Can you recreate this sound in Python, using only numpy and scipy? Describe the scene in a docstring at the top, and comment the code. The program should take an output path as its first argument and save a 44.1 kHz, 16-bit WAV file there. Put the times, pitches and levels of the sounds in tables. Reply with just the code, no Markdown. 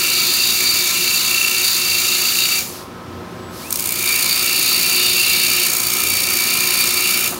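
"""At first a thin steel rod, spun by a cordless drill, is held against a running disc sander in a workshop.
The same grit comes round each turn and sets rod and disc ringing; high spots make the hiss throb.
Then the rod is lifted and the drill stops, leaving the sander's hum and rushing air.
The drill winds up with a rising gear tone, the rod skips on the disc, and grinding resumes.
At the end the drill is let go, and the rod lifts off with a short dull rub."""
import sys
import numpy as np
from scipy import signal
from scipy.fft import rfft, irfft, next_fast_len
from scipy.io import wavfile
from scipy.ndimage import uniform_filter1d, map_coordinates

SR = 44100
rng = np.random.default_rng(int(sys.argv[2]) if len(sys.argv) > 2 else 0)


def transcribe(signal):
    """Save signal, clipped to [-1, 1], as a 16-bit WAV file at the path in sys.argv[1]."""
    frames = np.atleast_2d(signal).T
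    limited = np.clip(frames, -1, 1)
    pcm = np.round(limited * 32767).astype(np.int16)
    wavfile.write(sys.argv[1], SR, pcm)


N = 325885
T = np.arange(N) / SR  # time of every sample, s


def from_db(db):
    """Turn decibels into a gain."""
    return 10 ** (np.asarray(db) / 20)


def rms_one(x):
    """Scale a signal to rms 1."""
    return x / np.sqrt(np.mean(x ** 2) + 1e-20)


def in_time(rows):
    """Join the points of each column with straight lines, giving a value at every sample."""
    s, *columns = np.transpose(rows)
    return [np.interp(T, s, column) for column in columns]


def drift(rate):
    """Smooth random wandering of rms 1, with `rate` random points per second."""
    knots = rng.standard_normal(int(T[-1] * rate) + 3)
    return rms_one(map_coordinates(knots, [T * rate], order=3, mode="nearest"))


def coloured(x, spectrum):
    """Give a sound a smooth spectrum by weighting its frequencies; rms 1."""
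    hz, db = np.transpose(spectrum)
    size = next_fast_len(N)
    bins = np.maximum(np.arange(size // 2 + 1) * SR / size, 1)
    gain = from_db(np.interp(np.log(bins), np.log(hz), db))
    return rms_one(irfft(rfft(x, size) * gain, size)[:N])


def resonate(x, modes):
    """Let a force ring several resonances side by side; wider ones die faster; rms 1."""
    out = 0
    for hz, width, db in modes:
        r = np.exp(-np.pi * width / SR)
        poles = [1, -2 * r * np.cos(2 * np.pi * hz / SR), r * r]
        out = out + from_db(db) * (1 - r * r) / 2 * signal.lfilter([1, 0, -1], poles, x)
    return rms_one(out)


def band(x, low_hz, high_hz):
    """Keep one band of frequencies; rms 1."""
    sos = signal.butter(2, [low_hz, high_hz], "band", fs=SR, output="sos")
    return rms_one(signal.sosfilt(sos, x))


def tone(hz):
    """A sine of rms 1 that follows a pitch curve."""
    return np.sqrt(2) * np.sin(2 * np.pi * np.cumsum(hz) / SR)


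def swell(s, length_s):
    """A smooth rise and fall around one moment; height 1."""
    return np.exp(-((T - s) / length_s) ** 2)


def bump(turns, place, width, lean=0.27):
    """A hump that passes once a turn; lean makes its front steeper than its back."""
    past = (turns - place + .5) % 1 - .5
    side_width = width * (1 + np.clip(lean, 0, .8) * np.sign(past))
    return np.exp(-(past / side_width) ** 2)


def pressure(swing_db):
    """Contact force as a gain, evened out so its power over about one turn stays near 1."""
    force = from_db(swing_db)
    one_turn = 1480  # samples
    return force / np.sqrt(uniform_filter1d(force ** 2, size=one_turn))


def grit(turns, kept, grain_db):
    """Grains of uneven size round the disc; each turn keeps a share of the turn before."""
    shape = (256, 1480)  # turns, steps per turn
    kept = np.clip(kept, 0, .95)
    sizes_db = grain_db * np.minimum(rng.exponential(1, shape), 7)
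    grains = rng.standard_normal(shape) * from_db(sizes_db)
    track = signal.lfilter([1], [1, -kept], grains, axis=0).ravel()
    # start ten turns in, when the carried-over pattern has built up
    return rms_one(track[((turns + 10) * shape[1]).astype(int)])


# the rod is held to the disc twice:
# (touch t/s, lift t/s, base hiss level/dB, base hiss swing level/dB over the high spots)
PASSES = [(-1, 2.59, -18.0, 5), (3.705, 7.275, -16.6, 8.5)]
# it lands lightly and is pressed home; the hiss takes only a share of that swell
SETTLE_S, LIGHT_TOUCH_DB, HISS_FOLLOWS = .4, -20, .55
# once lifted, the ring dies quickly and the hiss trails off
RING_RELEASE_DB_PER_S, HISS_RELEASE_DB_PER_S = 500, 190


def contact():
    """Touch, press home, hold, lift: gains of ring and hiss, and the swing over the high spots in dB."""
    ring, hiss, swing = 0, 0, 0
    for touch, lift, hiss_db, swing_db in PASSES:
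        light_db = LIGHT_TOUCH_DB * np.clip(1 - (T - touch) / SETTLE_S, 0, 1)
        touched = T >= touch
        lifted_s = np.maximum(T - lift, 0)
        ring_db = light_db - RING_RELEASE_DB_PER_S * lifted_s
        pass_hiss_db = hiss_db + HISS_FOLLOWS * light_db - HISS_RELEASE_DB_PER_S * lifted_s
        ring = ring + touched * from_db(ring_db)
        hiss = hiss + touched * from_db(pass_hiss_db)
        swing = np.where(touched, swing_db, swing)
    return ring, hiss, swing


# resonances of the rod on the disc, in three groups: (f/Hz, width f/Hz, relative level/dB)
LOW_MODES = [(2178, 25, -3), (2302, 22, 4.5), (2381, 38, 2)]
MIDDLE_MODES = [(2562, 62, -13), (2708, 28, 0), (2850, 45, -7)]
HIGH_MODES = [(3674, 48, -13), (3786, 62, -5), (4134, 54, -4), (4437, 240, -7.5), (4600, 51, 4),
              (4756, 60, -7)]
# low and middle ring throb once a turn in bouts while the rod is held loosely:
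# (middle t/s, half length t/s, depth level/dB in the middle group; the low group takes a share)
THROBS = [(1.07, .08, 11), (1.41, .17, 16), (1.97, .1, 12), (2.38, .16, 16)]
THROB_LIFT = .07  # dB of middle ring gained per dB of throb


def rod_ring(turns, force, levels_db, bite_db):
    """Grains ring the rod's three groups of resonances; low and middle throb in bouts, high follows the high spots."""
    low_db, middle_db, high_db = levels_db
    throb_db = sum(db * np.exp(-((T - s) / length) ** 6) for s, length, db in THROBS)
    # once a turn a push swells the low and middle ring of the loosely held rod
    push_db = throb_db * bump(turns, .03, .15, lean=0)
    low = from_db(low_db + 0.1) * band(resonate(force, LOW_MODES), 2144, 2500)
    low = low * pressure(.4 * push_db + 1.5 * drift(35))
    middle_gain = from_db(middle_db - 0.2 + THROB_LIFT * throb_db)
    middle = middle_gain * band(resonate(force, MIDDLE_MODES), 2410, 3160)
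    middle = middle * pressure(push_db + 1.6 * drift(35))
    high_force = grit(turns, kept=0.57, grain_db=0.0) * pressure(0.78 * bite_db + 2.0 * drift(40))
    high = from_db(high_db + 1.0 * drift(28)) * band(resonate(high_force, HIGH_MODES), 3450, 4820)
    return low + middle + high


# resonances of the disc and its guard: (f/Hz, width f/Hz, relative level/dB)
DISC_MODES = [(367, 31, -10), (1043, 8, -11), (1269, 73, -13.5), (1327, 45, -11), (1430, 38, -24),
              (1720, 73, -18.5), (1802, 51, -15)]
# the disc's own ring: typical level, and its share of the swing of the rod's low ring
DISC_RING_DB, DISC_FOLLOWS = -35.6, .4


def disc_ring(force, low_db):
    """The grains' force also rings the disc and its guard, partly following the rod's low ring."""
    level_db = DISC_RING_DB + DISC_FOLLOWS * (low_db - low_db.mean()) + 1.1 * drift(25)
    return from_db(level_db) * band(resonate(force, DISC_MODES), 260, 2020)


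# colour of the cutting hiss in each pass: (f/Hz, relative level/dB)
FIRST_HISS = [(400, -33.5), (1500, -10.5), (3200, -7.5), (5200, -9), (5900, -1.5), (7200, 2), (7900, -7.5),
              (9100, -2), (10200, -5.5), (11300, -3.5), (12400, -4.5), (13900, -3.5), (14700, 0),
              (15700, -2.5)]
SECOND_HISS = [(400, -23), (1500, -11.5), (3200, -6.5), (5200, -8), (6100, -3), (6800, 2), (8000, -7),
               (9050, 3), (10000, -5.5), (11000, -1), (12200, -5), (12900, -1), (14200, 0), (15700, -0.5)]


def cutting(turns, bite_db):
    """Grains tear off metal with a hiss that is louder and brighter the deeper they bite."""
    sparks = grit(turns, kept=0.19, grain_db=2.5) * pressure(bite_db + 0.92 * drift(200))
    # the colour switches between the passes
    hiss = np.where(T < 3.2, coloured(sparks, FIRST_HISS), coloured(sparks, SECOND_HISS))
    dull = signal.sosfiltfilt(signal.butter(2, 10500, fs=SR, output="sos"), hiss)
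    bright = hiss - dull
    return dull + bright * pressure(0.31 * bite_db + 0.61 * drift(60))


# high spots round the disc: (place in turns, width in turns, height 0-1)
HIGH_SPOTS = [(-.02, 0.13, 0.91), (.47, 0.077, 0.71), (.7, 0.035, 0.2), (.84, 0.021, 0.6)]
# base level of the rod's resonances in each pass: (t/s, low level/dB, middle level/dB, high level/dB)
FIRST_RING = [(0.05, -28, -26, -21), (0.2, -28, -28, -20), (0.39, -33, -26, -20), (0.69, -28, -30, -20),
              (1.52, -32, -26, -22), (1.68, -33, -29, -20), (2.46, -32, -26, -21), (2.56, -29, -28, -23)]
SECOND_RING = [(4.12, -24, -30, -25), (4.25, -28, -31, -23), (5.18, -28, -22, -19), (5.64, -26, -25, -22),
               (5.74, -30, -37, -28), (5.98, -29, -32, -27), (6.8, -24, -26, -22), (6.92, -28, -29, -23),
               (7.19, -26, -24, -24), (7.25, -27, -29, -28)]
# depth of the chatter: (t/s, level/dB)
CHATTER = [(0, 2), (.6, 9), (1.4, 0), (4.7, 1.5), (5.5, 4), (5.85, 2.5), (6.5, 7), (7.3, 7.5)]
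# the rod sits firmly at this level of its high ring; below it the hiss swings more and thins (dB per dB)
FIRM_DB, LOOSE_SWING, LOOSE_LOSS = -21, .5, .1


def grinding(turns):
    """Grains strike the rod: their force rings rod and disc, and the cutting itself hisses."""
    ring_gain, hiss_gain, swing_db = contact()
    levels_db = in_time([*FIRST_RING, *SECOND_RING])
    low_db, _, high_db = levels_db
    swing_db = swing_db + LOOSE_SWING * (FIRM_DB - high_db)
    spots = sum(height * bump(turns, place, width) for place, width, height in HIGH_SPOTS)
    bite_db = swing_db * spots
    chatter_db, = in_time(CHATTER)
    bounces = 5  # per turn
    chatter = chatter_db * np.cos(2 * np.pi * bounces * (turns + 0.082))
    # this force drives the rod's low and middle groups and the disc
    force = grit(turns, kept=0.63, grain_db=1.33) * pressure(chatter + 1.4 * drift(40))
    ring = rod_ring(turns, force, levels_db, bite_db) + disc_ring(force, low_db)
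    hiss_change = from_db(LOOSE_LOSS * (high_db - FIRM_DB) + 0.66 * drift(40))
    return ring_gain * ring + hiss_gain * hiss_change * cutting(turns, bite_db)


# the drill's trigger is held twice: (pressed t/s, released t/s, base whine level/dB)
DRILL_RUNS = [(-2, 2.61, -37.5), (3.48, 7.25, -34.3)]
SPIN_UP_S, RUN_DOWN_S = .187, .19
# the whine comes in only near top speed and fades while braking
WHINE_POWER, BRAKING_POWER = 13, 7


def drill_motor():
    """The motor winds up towards top speed and brakes on release: share of top speed, gain of the whine."""
    share, whine_gain = 0, 0
    for pressed, released, db in DRILL_RUNS:
        winding_up = 1 - np.exp(-np.maximum(T - pressed, 0) / SPIN_UP_S)
        braking = np.exp(-(np.clip(T - released, 0, 1) / RUN_DOWN_S) ** 2)
        share = share + winding_up * braking
        whine_gain = whine_gain + from_db(db) * winding_up ** WHINE_POWER * braking ** BRAKING_POWER
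    return share, whine_gain


# the drill's partials: (multiple of its motor speed, relative level/dB)
DRILL_ORDERS = [(1, -9), (2, -14.5), (15, 0.3), (30, -7.5)]


def drill_whine(speed, gain):
    """Hum and whine: sines locked to multiples of the motor speed."""
    return gain * sum(from_db(db + 1.2 * drift(25)) * tone(order * speed) for order, db in DRILL_ORDERS)


# colour of the drill's rush: (f/Hz, relative level/dB)
RUSH = [(150, -32), (600, -4), (1300, 0), (2500, -4.5), (4900, 3.5), (8000, -8), (10500, -3), (15500, -8)]
# fan rush and brush hiss at top speed, and the gears' rush while the speed changes
RUSH_DB, BRUSH_DB, STRAIN_DB = -39, -32, -36.3
BRUSH_POWER = 1.5  # brush hiss grows as this power of the speed


def drill_rush(share):
    """Noise of fan and brushes grows with speed; the gears' rush is strongest at half speed."""
    strain = np.sin(np.pi * share) ** 2
    rush_gain = np.hypot(from_db(RUSH_DB) * share, from_db(STRAIN_DB) * strain)
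    rush = rush_gain * coloured(rng.standard_normal(N), RUSH)
    brush_gain = from_db(BRUSH_DB) * share ** BRUSH_POWER
    return rush + brush_gain * band(rng.standard_normal(N), 6000, 16000)


GEAR_ORDER, GEAR_DB, GEAR_PEAK_HZ, GEAR_WIDTH_HZ = 11, -38, 2500, 290


def gear_tone(speed, share):
    """A gear tone that sings out as it rises through the rod's resonances."""
    gear_hz = GEAR_ORDER * speed
    speeding_up = np.gradient(share) > 0
    nearness = np.exp(-((gear_hz - GEAR_PEAK_HZ) / GEAR_WIDTH_HZ) ** 2)
    return speeding_up * from_db(GEAR_DB) * nearness * tone(gear_hz)


TRIGGER_HZ, TRIGGER_S, TRIGGER_LENGTH_S, TRIGGER_DB = 7892, 3.48, .1, -54


def speed_control():
    """The drill's speed control sings one thin, steady tone while the trigger is half pressed."""
    return from_db(TRIGGER_DB) * swell(TRIGGER_S, TRIGGER_LENGTH_S) * tone(np.full(N, TRIGGER_HZ))


DRILL_TOP_SPEED = 363.6  # turns per s, before a slight drift


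def drill():
    """The whole drill: whine, rush and gear tone follow one motor; its speed control adds a thin tone."""
    share, whine_gain = drill_motor()
    speed = share * (DRILL_TOP_SPEED + 0.202 * drift(25) + 0.15 * drift(2))
    return drill_whine(speed, whine_gain) + drill_rush(share) + gear_tone(speed, share) + speed_control()


# the sander's hum: (multiple of the disc speed, relative level/dB)
HUM = [(2, -16), (6, -6), (7.93, -6), (9.9, -10), (12.1, -4.5), (15.8, -15.5), (17, -18), (21, -15),
       (26, -12), (30, -22), (35, -11), (43.15, -7)]
# air stirred by disc and fan: (f/Hz, relative level/dB)
AIR = [(18, -53), (30, -37), (85, -5), (144, -6), (173, -5), (324, -6.5), (359, -1.5), (432, -13),
       (467, -8), (852, -15), (970, -10), (1200, -13.5), (1330, -13.5), (1870, -20.5), (5500, -28.5),
       (7500, -35.5), (15500, -39)]
# base level of hum and air together: (t/s, level/dB)
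RUMBLE = [(0, -38.2), (1, -39.7), (2, -40.2), (2.7, -38.5), (3.35, -35.8), (3.85, -38.2), (7.2, -37.6),
          (7.39, -35)]
# low swells of the disc's wobble tone: (t/s, peak level/dB)
SWELLS = [(.72, -43.5), (1.93, -42), (3.16, -36.5), (3.57, -45), (4.15, -45), (6.15, -40), (7.26, -44.5)]
SWELL_S = .08


def sander(speed):
    """Motor and bearing hum, the wobble of the disc three times a turn, and rushing air."""
    rumble_db, = in_time(RUMBLE)
    hum = sum(from_db(db - 3 + 2.0 * drift(9)) * tone(order * speed + 1.0 * drift(12)) for order, db in HUM)
    air = from_db(3.0) * coloured(rng.standard_normal(N), AIR)
    swells = sum(from_db(db) * swell(s, SWELL_S) for s, db in SWELLS)
    wobble = tone(3 * speed)
    return from_db(rumble_db) * (hum + air) + swells * wobble


ROOM_T60_S = 0.46  # time for the echo to fall by 60 dB


def workshop(x, early_s=0.0095):
    """Diffuse reverberation from a fading noise tail, duller than the direct sound."""
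    t = T[:SR]
    tail = rng.standard_normal(SR) * from_db(-60 * t / ROOM_T60_S) * (t > early_s)
    tail = signal.lfilter(*signal.butter(1, 9000, fs=SR), tail)
    return signal.fftconvolve(x, tail / np.sqrt(np.sum(tail ** 2)))[:N]


# the rod skips as it touches the disc again: (t/s, relative peak level/dB)
TAPS = [(3.7063, -7), (3.7262, 0), (3.7404, -12), (3.758, -2.5), (3.773, -11), (3.7958, -3.5), (3.8047, -7),
        (3.8247, -13), (3.8407, -8.5), (3.8586, -6.5), (3.8731, -7), (3.891, -4.5), (3.9064, -8),
        (3.922, -4.5)]


def taps(decay_s=0.003, high_pass_hz=6000):
    """The rod skips on the disc before it settles: short bright scratches of fading noise."""
    strength = sum(from_db(db - 5.5) * (T >= s) * np.exp(-np.abs(T - s) / decay_s) for s, db in TAPS)
    return strength * band(rng.standard_normal(N), high_pass_hz, 19700)


# the rod drags briefly as it leaves the disc: (t/s, length t/s, level/dB)
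DRAG = [(7.334, 0.014, -28.5)]


def drag():
    """A short dull rub: one swell of low noise."""
    strength = sum(from_db(db) * swell(s, length) for s, length, db in DRAG)
    return strength * band(rng.standard_normal(N), 560, 1400)


START_TURN = .942  # where the disc stands at the start, in turns
# the disc's free speed, and how far it sags in the first and second pass (turns per s)
FREE_SPEED, SAGS = 29.974, (.23, .135)


def scene():
    """Grinding and sander follow the turning disc, which slows a little under the rod."""
    sag = sum(drop * (T >= touch) * (T < lift) for drop, (touch, lift, *_) in zip(SAGS, PASSES))
    speed = FREE_SPEED - sag
    turns = START_TURN + np.cumsum(speed) / SR
    work = grinding(turns) + taps() + drag()
    echo = from_db(-11.5) * workshop(work)
    return (work + echo + drill() + sander(speed))[None]


CUTOFF_HZ = 15830


def record(dry):
    """The highest peaks are rounded and the top is cut."""
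    rounded = np.tanh(dry)
    low_pass = signal.firwin(401, CUTOFF_HZ, fs=SR)
    return signal.fftconvolve(rounded, low_pass[None], "same")


dry = scene()
out = record(dry)
transcribe(out)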